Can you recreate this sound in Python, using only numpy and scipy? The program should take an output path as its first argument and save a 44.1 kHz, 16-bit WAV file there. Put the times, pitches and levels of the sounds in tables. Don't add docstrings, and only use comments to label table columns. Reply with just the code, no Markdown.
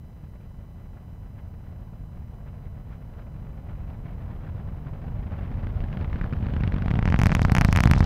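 import sys
import numpy as np
from scipy import signal
from scipy.fft import rfft, irfft, next_fast_len
from scipy.io import wavfile

SR = 44100
rng = np.random.default_rng(int(sys.argv[2]) if len(sys.argv) > 2 else 0)


def log_audio(samples):
    frames = np.atleast_2d(samples).T
    limited = np.clip(frames, -1, 1)
    pcm = np.round(limited * 32767).astype(np.int16)
    wavfile.write(sys.argv[1], SR, pcm)


def convert_level_to_amplitude(level_db):
    exponent = np.asarray(level_db, float) / 20
    return 10 ** exponent


N = 355005
SPAN_S = np.arange(-256, 768) / SR

# t/s, gain over start/dB
POWER = [(0.0, 0), (1.0, 1.5), (2.0, 3), (3.0, 4.5), (4.0, 7), (4.8, 9), (5.4, 11.5), (6.0, 13.5),
         (6.5, 15.5), (7.0, 16), (7.5, 20), (7.8, 21), (8.05, 26)]
# f/Hz, density/dB
FIZZ_COLOUR = [(500, -35), (1000, -3.5), (1400, 3), (2300, -4), (3500, -15), (5000, -26.5), (6500, -43),
               (8000, -51)]
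# t/s, crack/dB, wave/dB, rise/us
SHARP = [(6.9065, -27, -19, 30), (7.0557, -20.5, -12.5, 31), (7.102, -23.5, -16, 26),
         (7.1243, -19.5, -13.5, 42), (7.1428, -15, -9, 65), (7.1905, -21.5, -10.5, 10),
         (7.1988, -22.5, -17, 24), (7.2163, -18, -12, 20), (7.235, -19, -11.5, 10),
         (7.2584, -16.5, -10, 28), (7.2685, -16, -9.5, 23), (7.3053, -27, -16, 22), (7.3186, -18, -17, 31),
         (7.3508, -14.5, -11.5, 14), (7.4182, -20.5, -10, 13), (7.4503, -12.5, -10.5, 69),
         (7.5196, -17.5, -7, 19), (7.551, -15, -15, 15), (7.5659, -17.5, -16.5, 20),
         (7.5836, -16, -9.5, 17), (7.6115, -14, -10, 14), (7.6483, -12.5, -9.5, 20),
         (7.7274, -15.5, -13.5, 12), (7.7615, -16, -14.5, 10), (7.7734, -14, -12, 27),
         (7.8051, -13.5, -11.5, 13), (7.8372, -15, -12.5, 16), (7.8742, -16, -10, 42),
         (7.9128, -11, -6, 17), (7.9357, -16.5, -17, 25)]


def level(x, db):
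    return x * convert_level_to_amplitude(db) / np.sqrt(np.mean(x ** 2))


def noise(colour):
    size = next_fast_len(N)
    hz, db = np.transpose(colour)
    bin_hz = np.arange(size // 2 + 1) * SR / size
    gain = convert_level_to_amplitude(np.interp(np.log(bin_hz + 1), np.log(hz), db, -120, -120))
    return level(irfft(rfft(rng.standard_normal(size)) * gain, size)[:N], 0)


def strike(seconds, size, shape):
    train = np.bincount(np.clip(seconds * SR, 0, N - 1).astype(int), size, N)
    faded = shape * signal.windows.tukey(len(SPAN_S), 0.3)
    zero = np.argmin(np.abs(SPAN_S))
    return signal.fftconvolve(train, faded)[zero:][:N]


def wave(length_ms=3.57, recover_ms=5.9, soft_hz=240, cut_hz=40):
    ms = SPAN_S * 1000
    ramp = (ms > 0) * (1 - 1.44 * np.minimum(ms / length_ms, 1))
    ramp = ramp * np.exp(-np.maximum(ms - length_ms, 0) / recover_ms)
    soft = signal.sosfilt(signal.butter(2, soft_hz, fs=SR, output="sos"), ramp)
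    soft = signal.sosfilt(signal.butter(1, cut_hz, "high", fs=SR, output="sos"), soft)
    soft = soft * signal.windows.tukey(len(SPAN_S), 0.4)
    shift = np.argmin(np.abs(SPAN_S)) - np.argmax(soft)
    return np.roll(soft, shift) * 2 / np.ptp(soft)


def puff(decay_ms):
    ms = np.maximum(SPAN_S, 0) * 1000
    swell = 1 - np.exp(-ms / 0.25)
    return swell * np.exp(-ms / decay_ms)


def edge(u):
    return (1 + np.tanh(0.798 * (u + 0.0447 * u ** 3))) / 2


def fronts(seconds, sizes, rise_ms):
    # delay/ms, gain, extra blur/ms
    bounces = [
        (0, 0.88, 0.0064),
        (0.268, -1.61, .02),
        (0.499, 0.69, .03),
        (.78, -.12, .04),
        (1.0, 0.89, .05),
    ]
    out = np.zeros(N)
    ms = SPAN_S[192:448] * 1000
    side = 1 + 0.03 * rng.standard_normal(len(seconds))
    stretch = np.minimum(0.84 + 4 * rise_ms, 1) * side
    for s, size, rise, k in zip(seconds, sizes, rise_ms, stretch):
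        front = sum(g * edge((ms - k * d) / (rise + blur)) for d, g, blur in bounces)
        front = size * front * np.exp(-np.maximum(ms, 0) / 0.56)
        i = int(s * SR) - 64
        out[i:i + len(ms)] += front[:N - i]
    return out


def follow(start_db, slope, knee_db, late_slope):
    power_db = np.interp(np.arange(N) / SR, *np.transpose(POWER))
    below_db = np.minimum(power_db, knee_db)
    above_db = np.maximum(power_db - knee_db, 0)
    return start_db + slope * below_db + late_slope * above_db


def scattered(from_s, count):
    chance = rng.random((count, 2)).T
    slot_s = (N / SR - 0.01 - from_s) / count
    return from_s + (np.arange(count) + chance[0]) * slot_s, -np.log(1 - chance[1])


def roar():
    # f/Hz, density/dB
    deep_colour = [(10, -16), (20, -4.5), (40, 2.5), (60, -2), (90, -1), (115, -5.5), (140, -26.5),
                   (200, -42)]
    rush_colour = [(130, -59), (220, -5), (300, -5.5), (400, -6), (570, -3), (800, -6), (1100, -10.5),
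                   (1600, -27)]
    sizzle_colour = [(1800, -14), (3000, 11), (4500, -1.5), (6000, -8.5), (7500, -18), (9500, -21)]
    # t/s, lift/dB
    gusts = [(0.345, 4), (0.425, 6), (0.814, 7), (0.98, 6.5), (1.393, 10), (1.681, 5), (2.169, 1),
             (2.477, 6), (2.935, 10.5), (3.205, 10), (3.691, 5), (3.89, 5), (4.212, 7.5), (4.316, 3),
             (4.478, 5),
             (0.21, 3), (1.27, 4), (2.55, 5), (2.655, 6), (3.14, 5.5), (3.45, 0.5), (3.8, 6.5),
                (4.08, 4.5), (4.42, 6.5), (4.59, 6.5), (5.02, 1.5), (5.37, 5.5), (5.438, 6.5), (6.39, -6)]
    count, gust_s = 1100, 0.016

    chance = rng.random((count, 3)).T
    seconds = (np.arange(count) + 1.46 * chance[0]) * N / SR / count
    size = convert_level_to_amplitude(np.minimum(-2.5 * np.log(1 - chance[1]), 7))
    pulse = wave(length_ms=3.87, recover_ms=5.2, soft_hz=202.6, cut_hz=27.4)
    train = level(strike(seconds, size, pulse), 0)
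    flare = strike(seconds + 0.0025 * chance[2], size ** 2, puff(decay_ms=20.0))
    flare = flare / np.mean(flare)

    rush = level((1.7 + flare) * noise(rush_colour), 0)
    fizz = level((0.43 + flare) * noise(FIZZ_COLOUR), 0)
    sizzle = level((0.5 + flare) * noise(sizzle_colour), 0)
    t = np.arange(N) / SR
    gust_db = sum(db * np.exp(-((t - s) / gust_s) ** 2 / 2) for s, db in gusts)

    deep_db = follow(start_db=-44.5, slope=1.0663, knee_db=17.5, late_slope=0.47)
    train_db = follow(start_db=-44, slope=0.95, knee_db=13, late_slope=0.2569)
    rush_db = follow(start_db=-60.5, slope=1.0128, knee_db=14.5, late_slope=0.54) + 0.41 * gust_db
    fizz_db = follow(start_db=-71.5, slope=1.1832, knee_db=10.5, late_slope=0.64) + gust_db
    sizzle_db = follow(start_db=-116, slope=3.5, knee_db=13, late_slope=1.3)
    low = convert_level_to_amplitude(deep_db) * noise(deep_colour) + convert_level_to_amplitude(train_db) * train
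    return low + convert_level_to_amplitude(rush_db) * rush + convert_level_to_amplitude(fizz_db) * fizz + convert_level_to_amplitude(sizzle_db) * sizzle


def electronics():
    # multiple, level/dB
    whine_partials = [(1, -77), (2, -78.5), (3, -80.5), (4, -83.5), (5, -86.5), (6, -88.5), (7, -94),
                      (8, -96.5), (9, -100)]
    # f/Hz, level/dB
    stray_tones = [(2666.4, -86), (12828, -100)]
    # f/Hz, density/dB
    hiss_colour = [(1500, 4), (3000, -7), (5000, -5), (8000, -8), (11000, -6), (15000, -1), (15680, -5),
                   (15800, -40)]
    whine_hz, wobble_hz = 998.4, 124.8
    turn = 2 * np.pi * np.arange(N) / SR
    phase = whine_hz * turn + 0.2 * np.sin(wobble_hz * turn)
    whine = sum(convert_level_to_amplitude(db) * np.sin(k * phase) for k, db in whine_partials)
    stray = sum(convert_level_to_amplitude(db) * np.sin(hz * turn) for hz, db in stray_tones)
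    hiss = convert_level_to_amplitude(-74.5) * noise(hiss_colour)
    return np.sqrt(2) * (whine + stray) + hiss


def torn():
    # t/s, fizz/dB, wave/dB
    torn_waves = [(5.5168, -40, -25), (5.634, -38.5, -25), (5.6701, -33, -23.5), (5.805, -34.5, -27),
                  (5.8396, -32, -22), (5.9283, -30, -33), (5.9718, -30.5, -21), (6.0117, -34, -21.5),
                  (6.0457, -31.5, -24), (6.13, -30.5, -26), (6.1587, -34, -21), (6.2131, -28, -20.5),
                  (6.2421, -31, -21), (6.3265, -30, -19), (6.3347, -29, -20), (6.4034, -46, -26),
                  (6.427, -36.5, -21), (6.4469, -42, -24), (6.4673, -29.5, -19), (6.4968, -32, -21),
                  (6.5375, -27, -19.5), (6.5656, -26.5, -17), (6.6078, -27.5, -17), (6.6363, -22, -16.5),
                  (6.6765, -25, -14.5), (6.7221, -27.5, -25.5), (6.7411, -25.5, -15.5), (6.7637, -29, -17),
                  (6.7834, -27.5, -22), (6.8223, -26.5, -17)]
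    seconds, fizz_db, wave_db = np.transpose(torn_waves)
    waves = strike(seconds, convert_level_to_amplitude(wave_db), wave())
    minor_s, chance = scattered(from_s=5.3, count=150)
    power_db = np.minimum(np.interp(minor_s, *np.transpose(POWER)), 20)
    minor_db = -61 + 1.02 * power_db + 4 * np.minimum(chance, 2)
    seconds, fizz_db = np.append(seconds, minor_s), np.append(fizz_db, minor_db)
    burst_shape = puff(decay_ms=1.38) + 0.26 * puff(decay_ms=6.0)
    burst = strike(seconds - 0.0004, convert_level_to_amplitude(fizz_db - 5.5), burst_shape)
    snap = fronts(seconds, convert_level_to_amplitude(fizz_db + 2.5), rise_ms=np.full(len(seconds), 0.05))
    return waves + burst * noise(FIZZ_COLOUR) + snap


def shocks():
    # t/s, crack/dB, wave/dB
    blunt_shocks = [(6.86, -28, -15), (6.882, -23.5, -20.5), (6.9127, -22.5, -15.5), (6.9393, -28, -14.5),
                    (6.9555, -25.5, -18), (6.971, -33, -16), (6.9907, -21, -12.5), (7.0269, -22.5, -16.5),
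                    (7.077, -19.5, -14.5), (7.0871, -25, -22), (7.7878, -15, -15.5), (7.1615, -23.5, -24),
                    (7.2947, -22, -18), (7.3247, -20, -12), (7.368, -22, -16), (7.3942, -19.5, -15.5),
                    (7.949, -27.5, -15), (7.4833, -33, -14), (7.4976, -19.5, -22), (7.5717, -19, -17),
                    (7.6186, -17, -15), (7.654, -23, -20), (7.6875, -21, -9), (7.752, -21, -22),
                    (7.8566, -13.5, -4), (7.899, -24, -11.5), (7.964, -24, -14), (7.977, -24, -20),
                    (8.006, -16.5, -7), (8.0273, -23, -14)]
    # f/Hz, density/dB
    tail_colour = [(300, -15), (700, 29), (2000, 10), (3500, 8), (5500, -12), (7500, -19), (12000, -23),
                   (16000, -40)]
    blunt = [(s, crack, body, 46 + 2 * max(body + 13, 0)) for s, crack, body in blunt_shocks]
    seconds, crack_db, wave_db, rise_us = np.transpose(SHARP + blunt)
    lead_s = 0.0006 + 0.0005 * np.clip((crack_db + 20) / 9, 0, 1)
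    waves = strike(seconds + lead_s, convert_level_to_amplitude(wave_db), wave())
    whole = np.clip((crack_db + 33) / 16, 0.1, 1)
    tear = strike(seconds, (1 - whole) * convert_level_to_amplitude(crack_db + 4.5), puff(decay_ms=0.68)) * noise(FIZZ_COLOUR)
    tail = strike(seconds, convert_level_to_amplitude(0.53 * crack_db - 20.5), puff(decay_ms=3.2)) * noise(tail_colour)
    rise_ms = np.clip(rise_us, 6, 85) / 1000
    return waves + tear + tail + fronts(seconds, whole * convert_level_to_amplitude(crack_db + 10.5), rise_ms)


def haze():
    # f/Hz, density/dB
    haze_colour = [(1500, -23), (2800, 0), (4500, 1.5), (6500, -8.5), (7800, -7.5), (9000, -22)]
    decay_s = 0.083
    seconds, crack_db, _, rise_us = np.transpose(SHARP)
    treble = convert_level_to_amplitude(crack_db + 8.5) * 20 / np.maximum(rise_us, 15)
    power = np.bincount((seconds * SR).astype(int), treble, N)
    power = signal.lfilter([1], [1, -np.exp(-1 / (decay_s * SR))], power)
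    return convert_level_to_amplitude(-61.5) * np.sqrt(power) * noise(haze_colour)


def ticks():
    # t/s, level/dB
    clear_ticks = [(7.2863, -52), (7.328, -42), (7.3387, -47), (7.4289, -38), (7.545, -46), (7.6812, -39),
                   (7.7098, -43), (7.7183, -44), (7.7459, -47), (7.797, -43), (7.832, -34), (7.9565, -43),
                   (7.982, -36), (7.992, -38), (8.042, -36.5)]
    # f/Hz, density/dB
    tick_colour = [(2000, -16), (3800, 5.5), (5500, 3), (7500, -7), (11000, -21), (16000, -30)]
    from_s, growth_db_per_s, spread_db = 7.14, 5, 3.5
    seconds, chance = scattered(from_s, count=70)
    db = -59 + growth_db_per_s * (seconds - from_s) + spread_db * np.minimum(chance, 3)
    clear_s, clear_db = np.transpose(clear_ticks)
    seconds, db = np.append(seconds, clear_s), np.append(db, clear_db)
    return strike(seconds, convert_level_to_amplitude(db), puff(decay_ms=2.4)) * noise(tick_colour)


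def scene():
    return (roar() + torn() + shocks() + haze() + ticks())[None]


def top_cut(x):
    return signal.sosfilt(signal.butter(12, 16970, fs=SR, output="sos"), x)


def record(dry):
    ceiling, ring_hz, ring_q, ring_gain, top_hz = 0.515, 12700, 6.0, 0.9, 16100
    steady = signal.lfilter(*signal.butter(1, 6, "high", fs=SR), dry)
    flat = np.clip(steady, -ceiling, ceiling)
    ringing = flat + ring_gain * signal.lfilter(*signal.iirpeak(ring_hz, ring_q, SR), flat)
    cut = signal.ellip(6, 0.1, 45, top_hz, fs=SR, output="sos")
    mix = signal.sosfiltfilt(cut, ringing) + electronics()
    return top_cut(mix)


dry = scene()
out = record(dry)
log_audio(out)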